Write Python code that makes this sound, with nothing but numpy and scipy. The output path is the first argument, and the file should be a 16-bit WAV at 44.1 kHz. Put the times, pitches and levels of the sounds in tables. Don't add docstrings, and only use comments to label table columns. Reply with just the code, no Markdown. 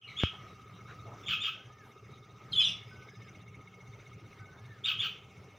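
import sys
import numpy as np
from scipy import signal
from scipy.fft import rfft, irfft, next_fast_len
from scipy.io import wavfile
from scipy.ndimage import uniform_filter1d, map_coordinates

SR = 44100
rng = np.random.default_rng(int(sys.argv[2]) if len(sys.argv) > 2 else 0)


def rack_gain(trim_db):
    fader = np.asarray(trim_db, float)
    return 10 ** (fader / 20)


def generate_wav(signal):
    frames = np.transpose(np.atleast_2d(signal))
    scaled = np.clip(frames, -1, 1) * 32767
    pcm = np.round(scaled).astype(np.int16)
    wavfile.write(sys.argv[1], SR, pcm)


N = 246078
T = np.arange(N) / SR

# multiple of the pitch, level in dB.
OVERTONES = [(2, -30), (3, -38), (4, -57)]
PURE = [(0.98, 0.012)] + OVERTONES
# frequency in Hz, level in dB.
THROAT = [(1200, -12), (1950, -19.5), (2500, -5.5), (3200, 3.5), (3800, -19.5), (4500, -28), (6000, -28.5),
          (7300, -39), (8200, -49), (12000, -53), (13500, -48), (15000, -41)]


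def unit(x):
    return x / np.sqrt(np.mean(x ** 2) + 1e-20)


def along(points, hz):
    f, v = np.transpose(points)
    return np.interp(np.log(hz + 1), np.log(f + 1), v)


def curves(rows, t=T):
    s, *cols = np.transpose(rows)
    return [np.interp(t, s, c) for c in cols]


def wobble(rate, size=N):
    knots = rng.standard_normal(int(size * rate / SR) + 4)
    return map_coordinates(knots, [np.arange(size) * rate / SR])


def filtered(x, response):
    m = next_fast_len(x.shape[-1] + SR // 4)
    return irfft(rfft(x, m) * response(np.fft.rfftfreq(m, 1 / SR)), m)[..., :x.shape[-1]]


def ringing(hz, width):
    return lambda f: 1j * f * width / (hz * hz - f * f + 1j * f * width)


def narrow_noise(size, hz, width):
    return unit(filtered(rng.standard_normal(size), lambda f: ringing(hz, width)(f) ** 2))


def add(track, s, x):
    track[round(s * SR):][:len(x)] += x


def progress(length):
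    return np.arange(int(length * SR)) / (length * SR)


def soft_ends(u):
    start = np.arange(len(u)) / (.0045 * SR)
    end = 4 * (1 - u)
    return np.sin(np.pi / 2 * np.clip(np.minimum(start, end), 0, 1))


def load_db():
    # time in seconds, level in dB.
    load = [(0.3, -61.5), (0.58, -62.5), (1.05, -61), (1.42, -61), (1.67, -65), (2.34, -64), (2.59, -61),
            (3.09, -63), (3.4, -64), (4.78, -63.5), (5.04, -61.5), (5.58, -65.5)]
    db, = curves(load)
    return db - np.median(db)


def town_noise(spectrum, db, patchy_db):
    z = signal.stft(rng.standard_normal(N + 512), nperseg=512)[2]
    field = uniform_filter1d(uniform_filter1d(rng.standard_normal(z.shape), 8, 0), 8, 1)
    noise = signal.istft(z * rack_gain(patchy_db * unit(field)), nperseg=512)[1][:N]
    coloured = unit(filtered(noise, lambda hz: rack_gain(along(spectrum, hz))))
    return rack_gain(db + 1.2 * wobble(9)) * coloured


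def town_middle():
    # frequency in Hz, level in dB per Hz.
    middle = [(15, -51.5), (25, -25), (119, -6), (240, -13), (411, -14.5), (873, -21), (1270, -20),
              (1660, -25.5), (2180, -20.5), (2560, -23), (4630, -36.5), (6060, -32), (7930, -48.5),
              (15500, -49.5)]
    return town_noise(middle, -59.5, patchy_db=3.0)


def side_noise():
    # frequency in Hz, level in dB per Hz.
    apart = [(35, -42), (60, -12), (135, -11), (850, -12), (1260, -1), (1870, -18.5), (2150, -9.5),
             (2530, -11.5), (15500, -26.5)]
    return town_noise(apart, -78.0, patchy_db=2.0)


def port_hiss():
    return rack_gain(-90.0) * narrow_noise(N, 15100, 1500)


def pump():
    # frequency in Hz, width in Hz, delay in seconds, knock in dB, rub in dB.
    struck = [(112.5, 31, 0.0454, -64, -57), (185.1, 11, 0.0191, -69, -72.5),
              (409.6, 50, 0.00463, -67, -75.5), (779.7, 19, 0.029, -77.5, -82.5),
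              (1253, 73, 0.074, -69.5, -64.5), (2181, 67, 0.02373, -69, -71.5)]
    # frequency in Hz, width in Hz, delay in seconds, length in seconds, level in dB.
    rattle = [(2740, 47, 0.015, 0.032, -80.5), (3685, 370, 0.0026, 0.04, -75),
              (6020, 660, 0.02, 0.032, -78.5), (9400, 450, .026, 0.016, -92)]
    # time in seconds, level in dB.
    facing = [(0, 1), (2.5, -7), (3.1, 7), (4.4, 4), (4.6, 0), (5.58, -10.5)]
    turns_per_s = 15.345
    hum_db = 1.08 * load_db() + 2 * wobble(8.2)
    whine_db = 1.2 * load_db() - 1.55 * (T - T.mean())
    knock_db = curves(facing)[0]
    turns = np.arange(int(N / SR * turns_per_s)) / turns_per_s
    out = np.zeros(N)
    for hz, width, delay, blow_db, rub_db in struck:
        blows = np.zeros(N)
        blows[np.round((turns + delay) * SR).astype(int)] = rack_gain(2.5 * rng.standard_normal(len(turns)))
        soft = lambda f: ringing(hz, width)(f) * ringing(hz, 1.6 * width)(f)
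        knock = rack_gain(blow_db + knock_db * (hz > 2000)) * unit(filtered(blows, soft))
        rub = rack_gain(rub_db + 1.8 * wobble(10)) * unit(filtered(rng.standard_normal(N), soft))
        if hz < 300:
            swing_db = hum_db
        elif 1000 < hz < 1500:
            swing_db = whine_db
        else:
            swing_db = 0
        out += rack_gain(swing_db) * (knock + rub)
    for hz, width, delay, length, db in rattle:
        gate = np.sin(np.pi * np.clip((T - delay) % (1 / turns_per_s) / length, 0, 1))
        buzz = unit(filtered(gate * rng.standard_normal(N), lambda f: ringing(hz, width)(f) ** 2))
        out += rack_gain(db + 2.4 * wobble(7.6)) * buzz
    return out


def voice(hz, db, rasp, partials):
    n = len(hz)
    phase = 2 * np.pi * np.cumsum(hz * (1 + 0.0583 * rasp * wobble(493.3, size=n))) / SR
    stutter = 1 + 1.34 * rasp * wobble(324.8, size=n)
    tone = sum(rack_gain(level) * np.sin(k * phase) for k, level in partials)
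    return np.sqrt(2) * rack_gain(db) * stutter * tone


def breath(db, rate_hz):
    n = len(db)
    puffs = np.sin(np.pi * np.cumsum(rate_hz * (1 + 0.255 * wobble(59.8, size=n))) / SR) ** 2
    throat_air = lambda f: rack_gain(along([(700, -63)] + THROAT, f))
    return rack_gain(db) * unit(filtered(puffs * rng.standard_normal(n), throat_air))


def note(length, start_hz, end_hz, db, rasp, partials):
    u = progress(length)
    tone = voice(start_hz + (end_hz - start_hz) * u, db, rasp, partials)
    air_db = np.full(len(u), db - 24 + 20 * rasp)
    return soft_ends(u) * (tone + breath(air_db, rate_hz=165))


def scolding():
    # start in seconds, length in seconds, start pitch in Hz, end pitch in Hz, level in dB.
    scolds = [
        (.012, 0.054, 3150, 2750, -54),
        (.072, 0.071, 4100, 3900, -56),
        (.065, 0.067, 2500, 2050, -53),
    ]
    out = np.zeros(N)
    for s, *glide in scolds:
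        add(out, s, note(*glide, .8, PURE))
    return out


def chirp_whistle(length, top_hz, db, octave_db):
    # part of the length, pitch over the top pitch, level in dB.
    whistle = [(0, .87, -14), (.25, .95, -4), (.55, .995, 0), (.85, .995, -1), (1, .97, -14)]
    u = progress(length)
    pitch, level = curves(whistle, u)
    tone = voice(top_hz * pitch, db + level, 0.29, [(1, 0), (2, octave_db)] + OVERTONES[1:])
    return soft_ends(u) * (tone + breath(db + level - 11, rate_hz=149))


def chirp_rasp(db, bright_db):
    # part of the length, pitch in Hz, level in dB.
    rasp = [(0, 2500, 1), (.1, 2350, 1), (.27, 1800, -1), (.5, 1450, 0), (.75, 1290, 0), (.92, 1240, -3),
            (1, 1200, -14)]
    u = progress(.073)
    hz, level = curves(rasp, u)
    late_db = -7 * np.exp(-u / .1)
    partials = [(k, along(THROAT, k * hz) - 90 * (k * hz > 15600)) for k in range(1, 13)]
    buzz = voice(hz, db + level - 2 + .6 * late_db, .9 - .5 * u, partials)
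    swell = rack_gain(db + bright_db - 31.5 + 3 * wobble(170, size=len(u))) * np.sin(np.pi * u ** 1.6)
    hiss = swell * narrow_noise(len(u), 14900, 1400)
    return soft_ends(u) * (buzz + breath(db + level - 3 + late_db, rate_hz=150) + hiss)


def chirps():
    # start in seconds, top of the whistle in Hz, delay of the rasp in seconds.
    calls = [
        (.163, 3540, .031),
        (1.26, 3620, .021),
        (1.398, 3600, .028),
        (4.836, 3720, .019),
        (4.985, 3520, .024),
    ]
    # whistle in dB, rasp in dB, brightness in dB, whistle octave in dB.
    effort = [(-34, -31, -23, -23.5), (-35.5, -29.5, 0.5, -17.5), (-34.5, -31, -1.5, -19.5),
              (-29, -30, 2.5, -27.5), (-28.5, -32, 3, -28)]
    out = np.zeros(N)
    for (s, top_hz, delay), (db, rasp_db, bright_db, octave_db) in zip(calls, effort):
        add(out, s, chirp_whistle(delay + .012, top_hz, db, octave_db))
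        add(out, s + delay, chirp_rasp(rasp_db, bright_db))
        squeal = note(.035, 4900, 4200, rasp_db + bright_db - 25, 0.93, PURE)
        add(out, s + delay + .006, squeal)
    return out


def small_sounds():
    # frequency in Hz, level in dB, t60 in seconds, start phase in turns.
    tap = [(85, -18, .065, .25), (150, -12, .009, 0), (1100, -24, .006, 0)]
    # start in seconds, length in seconds, centre in Hz, width in Hz, level in dB.
    bursts = [(.87, .077, 1340, 620, -53), (1.053, .069, 600, 400, -53), (1.095, .08, 780, 500, -55),
              (.301, .087, 905, 1200, -58.5), (.46, .12, 3800, 200, -70), (.72, .08, 3800, 250, -67),
              (.86, .09, 3850, 250, -67), (.98, .05, 3750, 250, -69), (.74, .09, 5800, 200, -74),
              (.88, .06, 2500, 900, -64), (2.1, .1, 3800, 300, -68), (1.8, .15, 11000, 5000, -81),
              (2.09, .065, 112, 40, -49), (4.2, .039, 320, 40, -57), (2.5, .09, 118, 40, -49),
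              (4.12, .07, 110, 40, -51), (4.38, .09, 105, 40, -51), (4.37, .09, 1270, 70, -62)]
    out, t = np.zeros(N), np.arange(SR // 10) / SR
    onset = 1 - np.exp(-(t / .00011) ** 2)
    ring = sum(rack_gain(db - 60 * t / t60) * np.cos(2 * np.pi * (hz * t + turn)) for hz, db, t60, turn in tap)
    add(out, .2356, onset * ring)
    for s, length, hz, width, db in bursts:
        n = int(length * SR)
        add(out, s, rack_gain(db) * np.hanning(n) ** .5 * narrow_noise(n, hz, width))
    return filtered(out, lambda f: 1j * f / (1j * f + 40))


def peep():
    out = np.zeros(N)
    add(out, 1.232, note(.045, 3600, 3380, -50, .25, PURE))
    return out


def far_bird():
    # start in seconds, level in dB.
    whistles = [
        (1.47, -64),
        (2.91, -62),
        (4.395, -62),
    ]
    # seconds from the start, pitch in Hz, level in dB.
    tune = [(0, 1516, 6.5), (.13, 1498, 3), (0.151, 1570, -7), (0.231, 1712, -4), (.29, 1830, -3),
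            (.33, 1775, 3.5), (0.378, 1550, -3), (.43, 1260, -2)]
    out, t = np.zeros(N), np.arange(0, tune[-1][0], 1 / SR)
    hz, level = curves(tune, t)
    fade = np.sin(np.pi * np.linspace(0, 1, len(t))) ** 0.16
    for s, db in whistles:
        waver = rack_gain(db + level + 2.5 * wobble(30, size=len(t)))
        add(out, s, fade * waver * np.sin(2 * np.pi * np.cumsum(hz) / SR))
    return out


def mate():
    # start in seconds, length in seconds, start pitch in Hz, end pitch in Hz, level in dB.
    upper = [
        (2.515, 0.022, 5100, 4930, -55),
        (2.52, .021, 4480, 3290, -36),
        (2.529, 0.033, 3340, 3010, -30.5),
        (2.559, 0.051, 3529, 3385, -22.5),
        (2.604, .021, 3230, 3126, -20),
        (2.619, 0.0405, 4230, 3780, -35.5),
        (2.633, 0.03, 3554, 3517, -25.5),
    ]
    lower = [
        (2.595, .026, 2618, 2460, -35),
        (2.648, .033, 2944, 2792, -36),
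        (2.674, .024, 2974, 2117, -37.5),
    ]
    # multiple of the pitch, level in dB.
    lower_tones = [(1, -0.5), (2, -8), (3, -27.5)]
    out, phrase_s = np.zeros(N), 2.52
    for s, *glide in upper:
        add(out, s, note(*glide, .08 + 2.6 * (s - phrase_s), PURE))
    for s, length, start_hz, end_hz, db in lower:
        rasp = 0.033 + 2.2e-5 * (start_hz - end_hz) / length
        add(out, s, note(length, start_hz, end_hz, db, rasp, lower_tones))
        add(out, s, note(1.8 * length, 0.99 * start_hz, end_hz, db - 10, 0.82, lower_tones))
    u = progress(0.21)
    hiss = rack_gain(-66.5 + 3.3 * wobble(90, size=len(u))) * narrow_noise(len(u), 9500, 4000)
    add(out, phrase_s, soft_ends(u) * hiss)
    return out


def cicada():
    # time in seconds, level in dB.
    swell = [(0, -85), (2.6, -84), (2.9, -72), (3.3, -75), (3.45, -100), (5.58, -94)]
    return rack_gain(curves(swell)[0] + 2.3 * wobble(32)) * narrow_noise(N, 5100, 300)


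def early_echoes(x):
    # delay in seconds, level in dB.
    early = [(.0031, -7), (.0057, -9), (.0094, -9), (.0142, -12), (.019, -13)]
    echo = lambda f, k, s, db: (-1) ** k * rack_gain(db) * np.exp(-2j * np.pi * f * s)
    return filtered(x, lambda f: 1 + sum(echo(f, k, s, db) for k, (s, db) in enumerate(early)))


def garden(x, count=24):
    # frequency in Hz, t60 in seconds.
    walls = [(500, 0.3), (3000, 0.36), (7000, 0.3), (15000, 0.21)]
    hz, t, z = signal.stft(rng.standard_normal((count, SR // 3)), SR, nperseg=256)
    tails = signal.istft(z * rack_gain(-60 * t / along(walls, hz)[:, None]), SR, nperseg=256)[1]
    out, hop = np.zeros(N + SR), SR // 80
    window = np.sin(np.pi * np.arange(2 * hop) / (2 * hop))
    for k, start in enumerate(range(0, N - 2 * hop, hop)):
        piece = x[start:start + 2 * hop] * window
        if np.abs(piece).max() > 2e-5:
            tail = tails[k % count] / np.linalg.norm(tails[0])
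            add(out, start / SR + .006, signal.fftconvolve(piece, tail))
    return out[:N]


def scene():
    near = early_echoes(scolding() + chirps() + peep() + mate())
    far, hand = far_bird(), small_sounds()
    town = rack_gain(1.0 + load_db())
    ground = np.clip(T / 0.12, 0, 1) * (pump() + cicada() + town * (town_middle() + port_hiss()))
    walls_answer = garden(rack_gain(-9) * near + rack_gain(-6) * far)
    mid = rack_gain(-5) * near + far + walls_answer + ground + rack_gain(1.5) * hand
    tilt = signal.resample_poly(rng.standard_normal(N // 40 + 2), 40, 1)[:N]
    side = town * side_noise() + rack_gain(-53.0) * tilt * mid
    return np.array([mid + side, mid - side])


def band_limit(x):
    return signal.sosfilt(signal.butter(12, 15690, fs=SR, output="sos"), x)


def record(dry):
    mix = dry * np.clip(T / 0.047, 0, 1) ** 0.44
    return band_limit(mix)


dry = scene()
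out = record(dry)
generate_wav(out)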